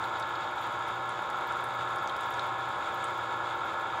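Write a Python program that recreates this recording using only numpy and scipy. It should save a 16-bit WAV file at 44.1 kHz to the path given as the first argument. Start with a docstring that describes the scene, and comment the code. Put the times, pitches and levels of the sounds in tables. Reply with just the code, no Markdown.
"""On a kitchen counter, an electric citrus juicer runs while half a grapefruit is pressed on its cone.
Gear teeth chatter in the plastic housing, in a pattern that repeats every turn. The motor hums in
step with the mains power, the housing whines, and the drive rubs and hisses. Pulp crackles and
squelches on the ribs of the cone. The hiss and the pulp sounds bounce off the counter and walls."""
import sys
import numpy as np
from scipy import signal
from scipy.fft import rfft, irfft
from scipy.io import wavfile

SR = 44100
rng = np.random.default_rng(int(sys.argv[2]) if len(sys.argv) > 2 else 0)


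def pcm_store(signal):
    """Save signal as 16-bit PCM."""
    levels = np.round(np.clip(np.atleast_2d(signal), -1, 1) * 32767)
    wavfile.write(sys.argv[1], SR, levels.astype(np.int16).T)


N = 176400
MAINS_HZ = 59.985


def gears(t):
    """Gears and the scraping cone shake the housing, harder with each motor pulse, turn and push."""
    # gear wheels: speed/(turns per s), relative level/dB
    wheels = [(9.42, -4.5), (13.5, -5)]
    # how the push of the hand raises the gear noise: t/s, gain/dB
    push = [(0, 0.6), (.5, 1), (1.0, -0.3), (1.25, 1), (1.6, 2), (2.3, 1.5), (2.85, 0.3), (3.45, 0.6),
            (3.63, 1.5), (4, 1.3)]
    # how strongly the housing rings at each pitch: f/Hz, relative level/dB
    housing = [(25, -114), (36, -92), (55, -82), (75, -78.5), (100, -74.5), (135, -73.5), (165, -82),
               (220, -80), (280, -79), (335, -71), (430, -77.5), (600, -68.5), (730, -72.5), (800, -67),
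               (940, -63), (1090, -66), (1180, -69), (1310, -60.5), (1420, -63), (1570, -72.5), (1720, -67),
               (1775, -80), (1870, -82.5), (2200, -80), (2800, -92), (4500, -110), (16000, -140)]
    teeth = sum(undb(db) * wheel(t, speed) for speed, db in wheels)
    scrape = undb(-9) * rng.standard_normal(N)
    motor_pulse = 1 + .18 * np.sin(2 * np.pi * 2 * MAINS_HZ * t)
    turn_swell = 1 + .091 * np.sin(2 * np.pi * wheels[0][0] * t)
    hand = undb(np.interp(t, *np.array(push).T) + .5 * walk(5.4))
    force = (teeth + scrape) * motor_pulse * turn_swell * hand
    return level(colour(force, housing), db=-36)


def wheel(t, turns_per_s, size=4096, slack_s=.00006):
    """Uneven teeth give the same rough force every turn, a bit early or late as they fit loosely."""
    teeth = irfft(np.exp(2j * np.pi * rng.random(size // 2 + 1)))
    turns = turns_per_s * (t + slack_s * walk(24.8))
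    return level(np.interp(turns, np.arange(size) / size, teeth, period=1), db=0)


def motor(t, beat_hz=1.228, beat_peak_s=.91, slip_s=.00003):
    """The motor hums at multiples of the mains that waver under load, over a slowly throbbing drone."""
    # hum tones: multiple of the mains frequency, level/dB
    tones = [(3, -66), (4, -67.5), (5.5, -60.5), (6, -55.5), (7, -60.5), (8, -55.5), (9, -54), (10, -54.5),
             (11, -61.5), (12, -58.5), (13, -47), (14, -50), (15, -47), (16, -46.5), (18, -44), (21, -49),
             (22, -57.5), (23, -48.5), (24, -49.5), (28, -66)]
    # two tones change as the fruit gives way: t/s, gain of multiple 13/dB, gain of multiple 15/dB
    tone_changes = [(0, -1, 4.5), (.6, -0.5, 0), (1.5, 2, -0.5), (2.0, 0.5, -6), (2.7, 3, -0.5),
                    (3.4, -1, 0), (4, 1.5, 2)]
    beat = 1 + .65 * np.cos(2 * np.pi * beat_hz * (t - beat_peak_s))
    out = undb(-57) * beat * np.sin(2 * np.pi * 2 * MAINS_HZ * t)
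    motor_turns = MAINS_HZ * (t + slip_s * walk(2))
    times, db_13, db_15 = np.array(tone_changes).T
    swell_db = {13: np.interp(t, times, db_13), 15: np.interp(t, times, db_15)}
    for multiple, db in tones:
        cycles = multiple * motor_turns + rng.random()
        gain = undb(db + swell_db.get(multiple, 0) + .8 * walk(15))
        flutter = .21 * walk(14)
        out += gain * np.sin(2 * np.pi * cycles + flutter)
    return np.sqrt(2) * out  # a sine peaks this far above its average (rms) level


def whines(t, waver_rad=1.36):
    """The drive keeps the housing ringing in thin tones, steady in level and wavering in pitch."""
    # ringing tones of the housing: f/Hz, speed of wavering/Hz, level/dB
    rings = [(989, 2.3, -64), (1341, 19.7, -45.5), (1680, 1.5, -61.5), (1703, 1.85, -52), (2233, 19, -59),
             (3157, 19, -64.5), (3385, 18, -62.5), (3490, 22, -60.5), (3697, 14, -58.5)]
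    return sum(level(np.cos(2 * np.pi * hz * t + waver_rad * walk(waver_hz)), db)
               for hz, waver_hz, db in rings)


def rubbing(t, flicker_db=1.13):
    """The drive rubs with a hiss that swells once every motor turn, with smaller catches in between."""
    # tone of the hiss: f/Hz, relative level/dB
    hiss_tone = [(300, -100), (1500, -91.5), (1850, -89.5), (1980, -80.5), (2200, -79), (2420, -83.5),
                 (2520, -81.5), (2900, -85), (3250, -82), (3400, -75.5), (3560, -82), (3720, -78.5),
                 (3850, -84.5), (4200, -91.5), (4700, -91.5), (5300, -98), (6100, -100), (7000, -91.5),
                 (7800, -100), (9000, -106), (10500, -111), (12500, -110), (14000, -116), (16000, -117)]
    catches = sum(np.cos(2 * np.pi * k * (MAINS_HZ * t + .5)) for k in (1, 2, 3))
    swell = np.exp(.15 * catches) * undb(flicker_db * walk(18))
    return level(colour(rng.standard_normal(N) * swell, hiss_tone), db=-48.5)


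def pulp(crackles_per_s=60):
    """Pulp cells burst and the wet fruit squelches, over the fine crackle of flowing juice."""
    # bursting cells: t/s, relative level/dB, f/Hz, width/octaves
    pops = [(.043, -47, 12000, .4), (.1950, -52, 9000, .6), (0.1992, -38.5, 6960, 0.41),
            (0.293, -50, 12500, .3), (.615, -50, 11500, 0.15), (.668, -49, 10000, 0.5),
            (.877, -48, 7000, 0.46), (.884, -49, 8500, .5), (1.410, -50, 8500, 0.4),
            (1.093, -42, 7950, .25), (1.302, -40.5, 6000, 0.6), (1.523, -44.5, 6960, .5),
            (1.569, -48, 8500, .7), (1.608, -48, 10000, .7), (1.642, -39, 7950, 0.41),
            (1.891, -50, 8000, 0.63), (1.959, -41, 8000, 0.47), (1.985, -42, 5000, 0.55),
            (2.075, -36, 5750, 0.41), (2.0955, -45, 4500, 0.94), (2.165, -39.5, 5000, 1.1),
            (2.209, -42, 8800, .4), (2.233, -46, 7000, 0.45), (2.306, -48, 13500, .3),
            (2.341, -43, 6500, 0.5), (2.3937, -38.5, 4800, 0.59), (2.945, -46, 12500, .3),
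            (3.0426, -35.5, 8500, 0.14)]
    # wet squelches: t/s, relative level/dB, f/Hz
    squelches = [(.041, -38, 3730), (0.225, -39, 3940), (.354, -44, 4200), (0.431, -42, 3760),
                 (.445, -42, 3860), (.581, -39, 3800), (2.096, -37, 3430), (2.394, -33, 3650)]
    # how the crackle follows the flow of juice: t/s, gain/dB
    flow = [(0, 8.5), (1.0, -0.5), (1.7, 5), (2.3, 3), (2.7, 1), (3.1, -0.5), (4, 4)]
    out = np.zeros(N)
    for at_s, db, hz, octaves in pops:
        add(out, at_s, undb(db + 3.5) * burst(hz, octaves, decay_s=.00043))
    for at_s, db, hz in squelches:
        add(out, at_s, undb(db) * burst(hz, octaves=.16, decay_s=.0032))
    for when, pitch, softness in rng.random((int(crackles_per_s * N / SR), 3)):
        at_s = when * N / SR
        flow_db = np.interp(at_s, *np.array(flow).T)
        db = -61.5 + flow_db - 4 * np.log(softness + .05)  # many quiet crackles, a few louder ones
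        add(out, at_s, undb(db) * burst(7000 + 7500 * pitch, octaves=.2, decay_s=.00048))
    return out


def burst(hz, octaves, decay_s, size=2048, attack_s=.0001, spray_s=.0057):
    """One wet snap of noise around a pitch, followed by a faint spray."""
    t = np.arange(size) / SR
    f = np.maximum(np.arange(size // 2 + 1) * SR / size, 1)
    band = np.exp(-.5 * (np.log2(f / hz) / octaves) ** 2)
    noise = level(irfft(band * np.exp(2j * np.pi * rng.random(len(f)))), db=0)
    rise = 1 - np.exp(-t / attack_s)
    fade = np.exp(-t / decay_s) + undb(-19.5) * np.exp(-t / spray_s)
    return noise * rise * fade


def reflect(x):
    """The sound arrives directly, then again as it bounces off the counter and walls."""
    # echoes: delay/s, relative level/dB
    echoes = [(.0037, -17), (.0079, -16), (.0123, -14), (.0191, -24.5), (.0283, -18.5)]
    return x + sum(undb(db) * np.roll(x, int(delay_s * SR)) for delay_s, db in echoes)


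def undb(db):
    """Turn decibels into a number to multiply by."""
    return 10 ** (np.asarray(db) / 20)


def level(x, db):
    """Scale a sound to an average (rms) level."""
    return x * undb(db) / np.sqrt(np.mean(x ** 2))


def walk(rate_hz):
    """A slow random wander, about 1 in size."""
    f = np.arange(N // 2 + 1) * SR / N
    return level(irfft(rfft(rng.standard_normal(N)) / (1 + (f / rate_hz) ** 4), N), db=0)


def colour(x, points):
    """Shape the tone of a sound along a curve of (f/Hz, level/dB) points."""
    hz, db = np.array(points).T
    f = np.maximum(np.arange(N // 2 + 1) * SR / N, 1)
    gain = undb(np.interp(np.log(f), np.log(hz), db))
    # fold the filter in time, so that it rings only after each hit and never before
    cepstrum = irfft(np.log(gain), N)
    cepstrum[1:N // 2] *= 2
    cepstrum[N // 2 + 1:] = 0
    return irfft(rfft(x) * np.exp(rfft(cepstrum)), N)


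def add(out, at_s, sound):
    """Mix a short sound in at a given time."""
    i = max(int(at_s * SR), 0)
    out[i:i + len(sound)] += sound[:max(len(out) - i, 0)]


def scene():
    """The juicer heard from close by."""
    t = np.arange(N) / SR
    return (motor(t) + gears(t) + whines(t) + reflect(rubbing(t) + pulp()))[None]


def record(dry):
    """Cut off the highest treble."""
    top_hz = 15800
    return signal.sosfilt(signal.ellip(10, .2, 80, top_hz, fs=SR, output="sos"), dry)


dry = scene()
out = record(dry)
pcm_store(out)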